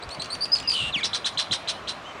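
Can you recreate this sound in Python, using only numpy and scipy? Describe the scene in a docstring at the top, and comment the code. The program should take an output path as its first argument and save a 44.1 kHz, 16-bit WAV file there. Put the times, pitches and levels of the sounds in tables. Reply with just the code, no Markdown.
"""A tern on a wooden dock opens with mostly rising chirps, broken by quick downward flicks.
A sinking trill follows, then one long downward slide with a second voice trailing it, then seven
harsh chatter notes; all are oscillators for the voice membranes, with filtered noise for turbulent air.
Delayed copies and decaying noise form the reflections of dock, water and bank. Throughout, other birds
whistle faintly over a wash of soft shaped noise, and band-passed noise makes the early wind bumps."""
import sys
import numpy as np
from scipy import signal
from scipy.fft import rfft, irfft, next_fast_len
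from scipy.io import wavfile
from scipy.ndimage import uniform_filter1d

SR = 44100
rng = np.random.default_rng(int(sys.argv[2]) if len(sys.argv) > 2 else 0)


def store_wav(level_fs):
    """Save 16-bit WAV to argv[1]."""
    pcm = np.round(np.clip(np.atleast_2d(level_fs), -1, 1) * 32767)
    wavfile.write(sys.argv[1], SR, pcm.T.astype(np.int16))


N = 97020

# Spectrum of the turbulent air in flicks and trill: f/Hz, level/dB
AIR_SPECTRUM = [(1500, -26), (2600, 14), (4500, 5), (5800, -2), (7500, 6), (9300, -2), (11000, -14),
                (16000, -1)]


def amp(db):
    """Decibel law: 20 dB is a factor of ten in pressure."""
    return 10 ** (np.asarray(db) / 20)


def unit(x):
    """Normalisation of mean power: scales to rms 1."""
    return x / np.sqrt(np.mean(x ** 2) + 1e-20)


def read(points, hz):
    """Logarithmic pitch scale: interpolates a spectrum on a log-frequency axis."""
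    f, v = np.transpose(points)
    return np.interp(np.log(hz + 1), np.log(f + 1), v)


def colour(x, points):
    """Linear filtering: multiplies the spectrum of x by a response in dB."""
    size = next_fast_len(2 * len(x))
    gain = amp(read(points, np.fft.rfftfreq(size, 1 / SR)))
    return irfft(rfft(x, size) * gain, size)[:len(x)]


def wobble(count, hz):
    """Band-limited randomness: noise with a Gaussian roll-off of scale hz, rms about 1."""
    f = np.fft.rfftfreq(16384, 1 / SR)
    white = rfft(rng.standard_normal(2 * len(f) - 2))
    return unit(irfft(white * np.exp(-(f / hz) ** 2)))[:count]


def hiss(count, points):
    """Turbulence: broadband noise with a given spectrum, rms 1."""
    return unit(colour(wobble(count, SR), points))


def add(mix, s, sound):
    """Superposition: adds a sound to the mix from time s."""
    part = mix[max(round(s * SR), 0):][:len(sound)]
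    part += sound[:len(part)]


def gate(t, length, edge):
    """Smooth onset and release: sine-squared edges avoid clicks."""
    return np.sin(np.pi / 2 * np.clip(np.minimum(t, length - t) / edge, 0, 1)) ** 2


def syrinx(hz, rough, partials_db):
    """Harmonic oscillation of one membrane; roughness modulates its frequency and amplitude."""
    jitter, shimmer = 0.077, 0.48  # rms modulation of pitch and strength at roughness 1
    rate_hz = 710
    shaken_hz = hz * (1 + jitter * rough * wobble(len(hz), rate_hz))
    phase = 2 * np.pi * np.cumsum(shaken_hz) / SR
    tone = 0
    for k, db in enumerate(partials_db, 1):
        tone = tone + amp(db) * np.sin(k * phase) * (k * hz < SR / 2)  # mute above Nyquist
    shake = shimmer * rough
    power_match = np.sqrt(2 / (1 + shake ** 2))  # a 0 dB partial has rms near 1
    return power_match * tone * (1 + shake * wobble(len(hz), rate_hz))


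def chirp(start, length, first_hz, last_hz, db, swell_db, rough, overtone_db):
    """Frequency glide: the whistle scoops up, moves between two pitches and drops as it shuts."""
    scoop, scoop_s = 0.066, 0.0039  # fraction of pitch, time constant/s
    drop, drop_s = 0.097, 0.002
    waver, ripple, waver_hz = 0.035, 0.81, 158  # pitch and log-strength flutter at roughness 1
    t = np.arange(0, length, 1 / SR)
    u = t / length
    bend = 1 - scoop * np.exp(-t / scoop_s) - drop * np.exp((t - length) / drop_s)
    hz = (first_hz + (last_hz - first_hz) * u) * bend
    hz = hz * (1 + waver * rough * wobble(len(t), waver_hz))
    flutter = np.exp(ripple * rough * wobble(len(t), waver_hz))
    level = amp(db + swell_db * (u - .5)) * flutter * gate(t, length, 0.0035)
    return start, level * syrinx(hz, rough, [0, overtone_db, overtone_db - 4])


def flick(start, db):
    """Register break: the pitch plunges exponentially in milliseconds, amid turbulent air."""
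    length, top_hz, end_hz, rough = .008, 7060, 2358, 1.1
    t = np.arange(0, length, 1 / SR)
    hz = top_hz * (end_hz / top_hz) ** (t / length)
    voice = amp(-3) * syrinx(hz, rough, [0, -12])
    air = amp(-5) * hiss(len(t), AIR_SPECTRUM)
    return start, amp(db) * gate(t, length, length / 4) * (voice + air)


def trill():
    """Periodic frequency modulation: each beat leaps up and falls back to a mostly sinking note."""
    # Contour of the trill: t/s, lower pitch f/Hz, level/dB before the beat envelope
    contour = [(0.719, 3150, -45), (.747, 3020, -25), (.78, 2932, -26), (0.824, 2764, -26.5),
               (0.861, 2760, -30), (.89, 2787, -31), (0.911, 2720, -40)]
    # Strength of each harmonic, lowest first: level/dB
    partials = [-1, -28, -21.5, -44, -36]
    rate, end_rate = 67, 100  # beats per second
    leap, fall = 0.47, 0.21  # fraction of pitch, fraction of a beat
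    s, low_hz, db = np.transpose(contour)
    t = np.arange(s[0], s[-1], 1 / SR)
    beat = np.cumsum(np.linspace(rate, end_rate, len(t))) / SR % 1
    hz = np.interp(t, s, low_hz) * (1 + leap * np.exp(-(beat / fall) ** 2))
    pulse = 0.41 + 0.67 * gate(beat, 0.91, 0.16)
    level = amp(np.interp(t, s, db)) * pulse * gate(t - s[0], s[-1] - s[0], 0.0035)
    air = amp(-15) * hiss(len(t), AIR_SPECTRUM)
    return s[0], level * (syrinx(hz, 0.24, partials) + air)


def slide():
    """Glissando with changing harmonic content: the overtones grow as the whistle sinks."""
    # Contour of the slide: t/s, pitch f/Hz, level/dB before partial balance
    contour = [(0.924, 4110, -32), (0.933, 3790, -30.5), (0.944, 3393, -20), (.958, 2815, -21),
               (0.974, 2252, -28), (0.986, 2237, -26.5), (1.0, 1810, -36.5), (1.016, 1540, -40.5)]
    overtones_db = [-19.5, -31, -32.5, -38]  # at mid-slide
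    brighten_db = 42  # total overtone growth
    s, hz, db = np.transpose(contour)
    t = np.arange(s[0], s[-1], 1 / SR)
    bright = brighten_db * np.linspace(-.5, .5, len(t))
    partials = [-3] + [p + bright for p in overtones_db]
    level = amp(np.interp(t, s, db)) * gate(t - s[0], s[-1] - s[0], 0.0035)
    return s[0], level * syrinx(np.interp(t, s, hz), 0.066, partials)


def aftertone():
    """Two-voiced syrinx: a second falling whistle trails the slide."""
    # Second voice: start t/s, length t/s, first f/Hz, middle f/Hz, last f/Hz, level/dB
    trailing_voice = (1.004, .036, 2450, 2320, 2080, -35)
    return whistle(*trailing_voice)


def chatter(start, arch_s, top_hz, arch_db, rasp_db, length, rough, throat_db):
    """Amplitude modulation by a second, falling voice: a clear arch of pitch tears into a rasp."""
    # Harmonics of the voice, lowest first: level/dB
    voice_partials = [-1, -24]
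    # Spectrum of the rasp's noise: f/Hz, level/dB
    rasp_spectrum = [(500, -53), (1400, -10.5), (2400, -20.5), (3200, -1), (4000, 4), (4600, -5.5),
                     (5400, -1), (6800, -16), (9000, -12), (12000, -25.5), (16000, -25)]
    arch_depth = .33  # fraction of pitch
    second_hz, second_fall_s, second_depth = 4300, .026, .55
    streak_hz, streak_fall_s = 8540, .036
    peak, fade_db = 0.43, -16  # onset ends at this fraction of the note; fade from there to the end
    rasp_rate, swing = 130, 0.351  # mean beats per second, fraction of pitch
    t = np.arange(0, length, 1 / SR)
    u = t / length
    hz = top_hz * (1 - arch_depth * abs(2 * np.minimum(t / arch_s, 1) - 1) ** 2.53)
    arch = amp(arch_db) * gate(t, arch_s, 0.0035 / 2) * syrinx(hz, rough, voice_partials)
    second = syrinx(second_hz * np.exp(-t / second_fall_s), .25, [0])
    streak = syrinx(streak_hz * np.exp(-t / streak_fall_s), .15, [0])
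    beat = np.cumsum(rasp_rate * (1 + 0.21 * wobble(len(t), 100))) / SR % 1
    voice = syrinx(top_hz * (1 + swing * (.4 - beat)), 0.67, voice_partials)
    air = unit(hiss(len(t), rasp_spectrum) * (1.9 - beat))  # strongest as each beat begins
    rasp = amp(-2.5) * voice * (1 + second_depth * second)
    rasp += amp(2.5) * air + amp(-12) * second + amp(-12.5) * streak
    throat = [(4200, 0), (5400, throat_db), (6800, 0)]  # resonance: f/Hz, gain/dB
    rasp = unit(colour(rasp, throat))
    onset = np.minimum(u / peak, 1) ** 2
    fade = amp(rasp_db + fade_db * np.maximum(u - peak, 0) / (1 - peak))
    level = fade * onset * gate(t, length, 0.0035)
    return start, arch * (1 + second_depth * onset * second) + level * rasp


def whistle(start, length, first_hz, middle_hz, last_hz, db):
    """Quadratic frequency glide: a faint curved whistle through three pitches."""
    t = np.arange(0, length, 1 / SR)
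    curve = np.polyfit([0, .5, 1], [first_hz, middle_hz, last_hz], 2)
    hz = np.polyval(curve, t / length)
    return start, amp(db) * gate(t, length, length / 4) * syrinx(hz, .2, [0, -20])


def shore(x):
    """Convolution with an impulse response: discrete reflections, dock scatter and diffuse bank echo."""
    # Reflections: delay t/s, level/dB
    reflections = [(0.0072, -15.5), (0.0015, -26.5), (0.0092, -13)]
    # Spectrum of the echo from the wooded bank: f/Hz, level/dB
    bank_spectrum = [(4500, 2.5), (7000, -10), (12000, 14)]
    bank_t60, bank_build_s, boards_t60 = 0.42, 0.0033, 0.13  # 60 dB decay times and build-up/s
    t = np.arange(SR) / SR
    bank = rng.standard_normal(SR) * amp(-60 * t / bank_t60) * (1 - np.exp(-t / bank_build_s))
    bank = amp(-16) * unit(bank) / np.sqrt(SR)
    boards = rng.standard_normal(SR) * amp(-60 * t / boards_t60)
    boards = amp(-12.5) * unit(boards) / np.sqrt(SR)
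    response = colour(bank, bank_spectrum) + boards
    response[0] += 1  # direct sound
    for delay, db in reflections:
        add(response, delay, amp([db]))
    return signal.fftconvolve(x, response)[:N]


def bump(middle, half_length, hz, db):
    """Wind pressure fluctuation: a short low-frequency buffet of band-passed noise."""
    t = np.arange(0, 2 * half_length, 1 / SR)
    band = signal.butter(2, [hz / 2, hz * 1.44], "bandpass", fs=SR, output="sos")
    noise = signal.sosfilt(band, rng.standard_normal(SR // 2))[-len(t):]
    puff = noise * gate(t, 2 * half_length, half_length) ** 2
    return middle - half_length, amp(db - 2.5) * unit(puff)


def wash():
    """Random-phase spectral synthesis: distant air and water as soft noise with drifting patches."""
    # Spectrum of the wash: f/Hz, relative level/dB
    wash_spectrum = [(15, -52), (25, -11), (45, -25.5), (85, -1), (140, -2.5), (250, -3), (400, -4),
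                     (530, -2), (640, 2.5), (850, -2.5), (1080, 1.5), (1500, -4), (2000, -7.5),
                     (2500, -8.5), (3000, -11.5), (4000, -15.5), (5000, -21.5), (6500, -24.5),
                     (8500, -31.5), (10200, -40), (12000, -42), (15700, -55)]
    frames, hz = N // 256 + 5, np.fft.rfftfreq(1024, 1 / SR)
    a, b, patches = rng.standard_normal((3, frames, len(hz)))
    patches = uniform_filter1d(patches, size=12, axis=0)  # smooth in time
    patches = unit(uniform_filter1d(patches, size=10, axis=1))  # and in frequency
    z = (a + 1j * b) * amp(read(wash_spectrum, hz) + 1.5 * patches)  # 1.5 dB rms patchiness
    noise = signal.istft(z.T, nperseg=1024, noverlap=768)[1][:N]
    return amp(-39.5) * unit(noise)


def scene():
    """Superposition of sources: reflected calls, wind and wash, alike in both channels."""
    # Clear chirps: start t/s, length t/s, first f/Hz, last f/Hz, mid-note level/dB,
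    # swell over the note/dB, roughness [0-1], overtone level/dB
    chirp_notes = [(.021, 0.03, 3820, 5000, -43.5, -6, 0.52, -15),
                   (.103, 0.054, 4090, 4710, -40.5, -9, 0.22, -12),
                   (.195, 0.054, 4030, 4650, -36.5, -10.5, 0.32, -14.5),
                   (0.3, .049, 4190, 4650, -34, 3, 0.29, -10),
                   (0.406, .043, 4585, 4878, -25.5, 11.5, 0.19, -19),
                   (0.517, 0.03, 4976, 5080, -17, 11, 0.03, -31.5),
                   (0.557, 0.013, 4750, 4750, -27.5, -7, 0.15, -23),
                   (0.576, 0.021, 4550, 4330, -34.5, -5, 0.73, -20.5),
                   (0.674, 0.0234, 4930, 5130, -20.5, 5, 0, -25),
                   (0.701, .013, 4900, 4835, -19, 5, 0.14, -24.5),
                   (0.718, 0.014, 4610, 4840, -25, 8, .1, -18),
                   (0.733, 0.016, 4580, 4550, -32.5, 6, 0.74, -7.5)]
    # Breaks of the voice: start t/s, level/dB before the mix of tone and air
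    voice_breaks = [(0.089, -38.5), (.111, -40), (0.146, -41), (.218, -32), (0.244, -37), (0.256, -35.5),
                    (.349, -35), (0.453, -33), (0.551, -32), (0.567, -34.5), (0.583, -34), (0.598, -30.5),
                    (0.624, -39.5), (.695, -27), (.714, -30), (.730, -32)]
    # Chatter notes: start t/s, arch length t/s, top pitch f/Hz, arch level/dB, rasp level/dB
    # before its envelope, whole length t/s, arch roughness [0-2], throat resonance gain/dB
    chatter_notes = [(1.031, .017, 3990, -22, -22.5, 0.053, 0.22, 7),
                     (1.131, .019, 4117, -24, -23.5, 0.053, 0.22, 0.5),
                     (1.244, 0.02105, 4015, -26, -22, 0.055, 0.1, -3.5),
                     (1.373, .022, 4140, -23.5, -21, 0.061, 0.29, -1.5),
                     (1.51, .021, 4054, -23.5, -20.5, 0.056, 0.067, -2),
                     (1.673, 0.023, 3962, -26, -22.5, 0.054, 1.04, -2),
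                     (1.871, 0.026, 3950, -30.5, -28, 0.058, 1.1, -2.5)]
    # Far birds: start t/s, length t/s, first f/Hz, middle f/Hz, last f/Hz, level/dB
    far_calls = [(0.617, 0.11, 2980, 2745, 2590, -42.5), (1.33, .03, 7700, 6570, 5500, -56),
                 (1.415, 0.085, 3100, 3020, 3860, -51), (1.717, .09, 3150, 2950, 3440, -49.5),
                 (2.038, 0.092, 2700, 3114, 2840, -45)]
    # Wind bumps: middle t/s, half-length t/s, pitch f/Hz, level/dB before a 2.5 dB cut
    wind_bumps = [(.08, 0.045, 66.3, -44), (.19, 0.028, 158, -41), (0.831, .05, 131, -40),
                  (.89, 0.088, 91.5, -45), (0.969, 0.022, 190, -38.5), (1.517, 0.035, 178, -40)]
    # Treble response of the microphone, applied to the calls: f/Hz, gain/dB
    mic_response = [(20, -1.5), (8500, 0), (9700, -2), (10600, -9.5), (11800, -24.5), (13500, -23.5),
                    (16000, -16)]
    birds, wind = np.zeros(N), np.zeros(N)
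    sources = (chirp, chirp_notes), (flick, voice_breaks), (chatter, chatter_notes), (whistle, far_calls)
    for source, table in sources:
        for row in table:
            add(birds, *source(*row))
    for phrase in trill, slide, aftertone:
        add(birds, *phrase())
    for row in wind_bumps:
        add(wind, *bump(*row))
    calls = colour(shore(birds), mic_response)
    return np.tile(calls + wind + wash(), (2, 1))


def record(dry):
    """Band limitation: a linear-phase low-pass filter at 15750 Hz."""
    lowpass = signal.firwin(511, 15750, window=("kaiser", 9), fs=SR)
    return signal.oaconvolve(dry, lowpass[None], "same")


dry = scene()
out = record(dry)
store_wav(out)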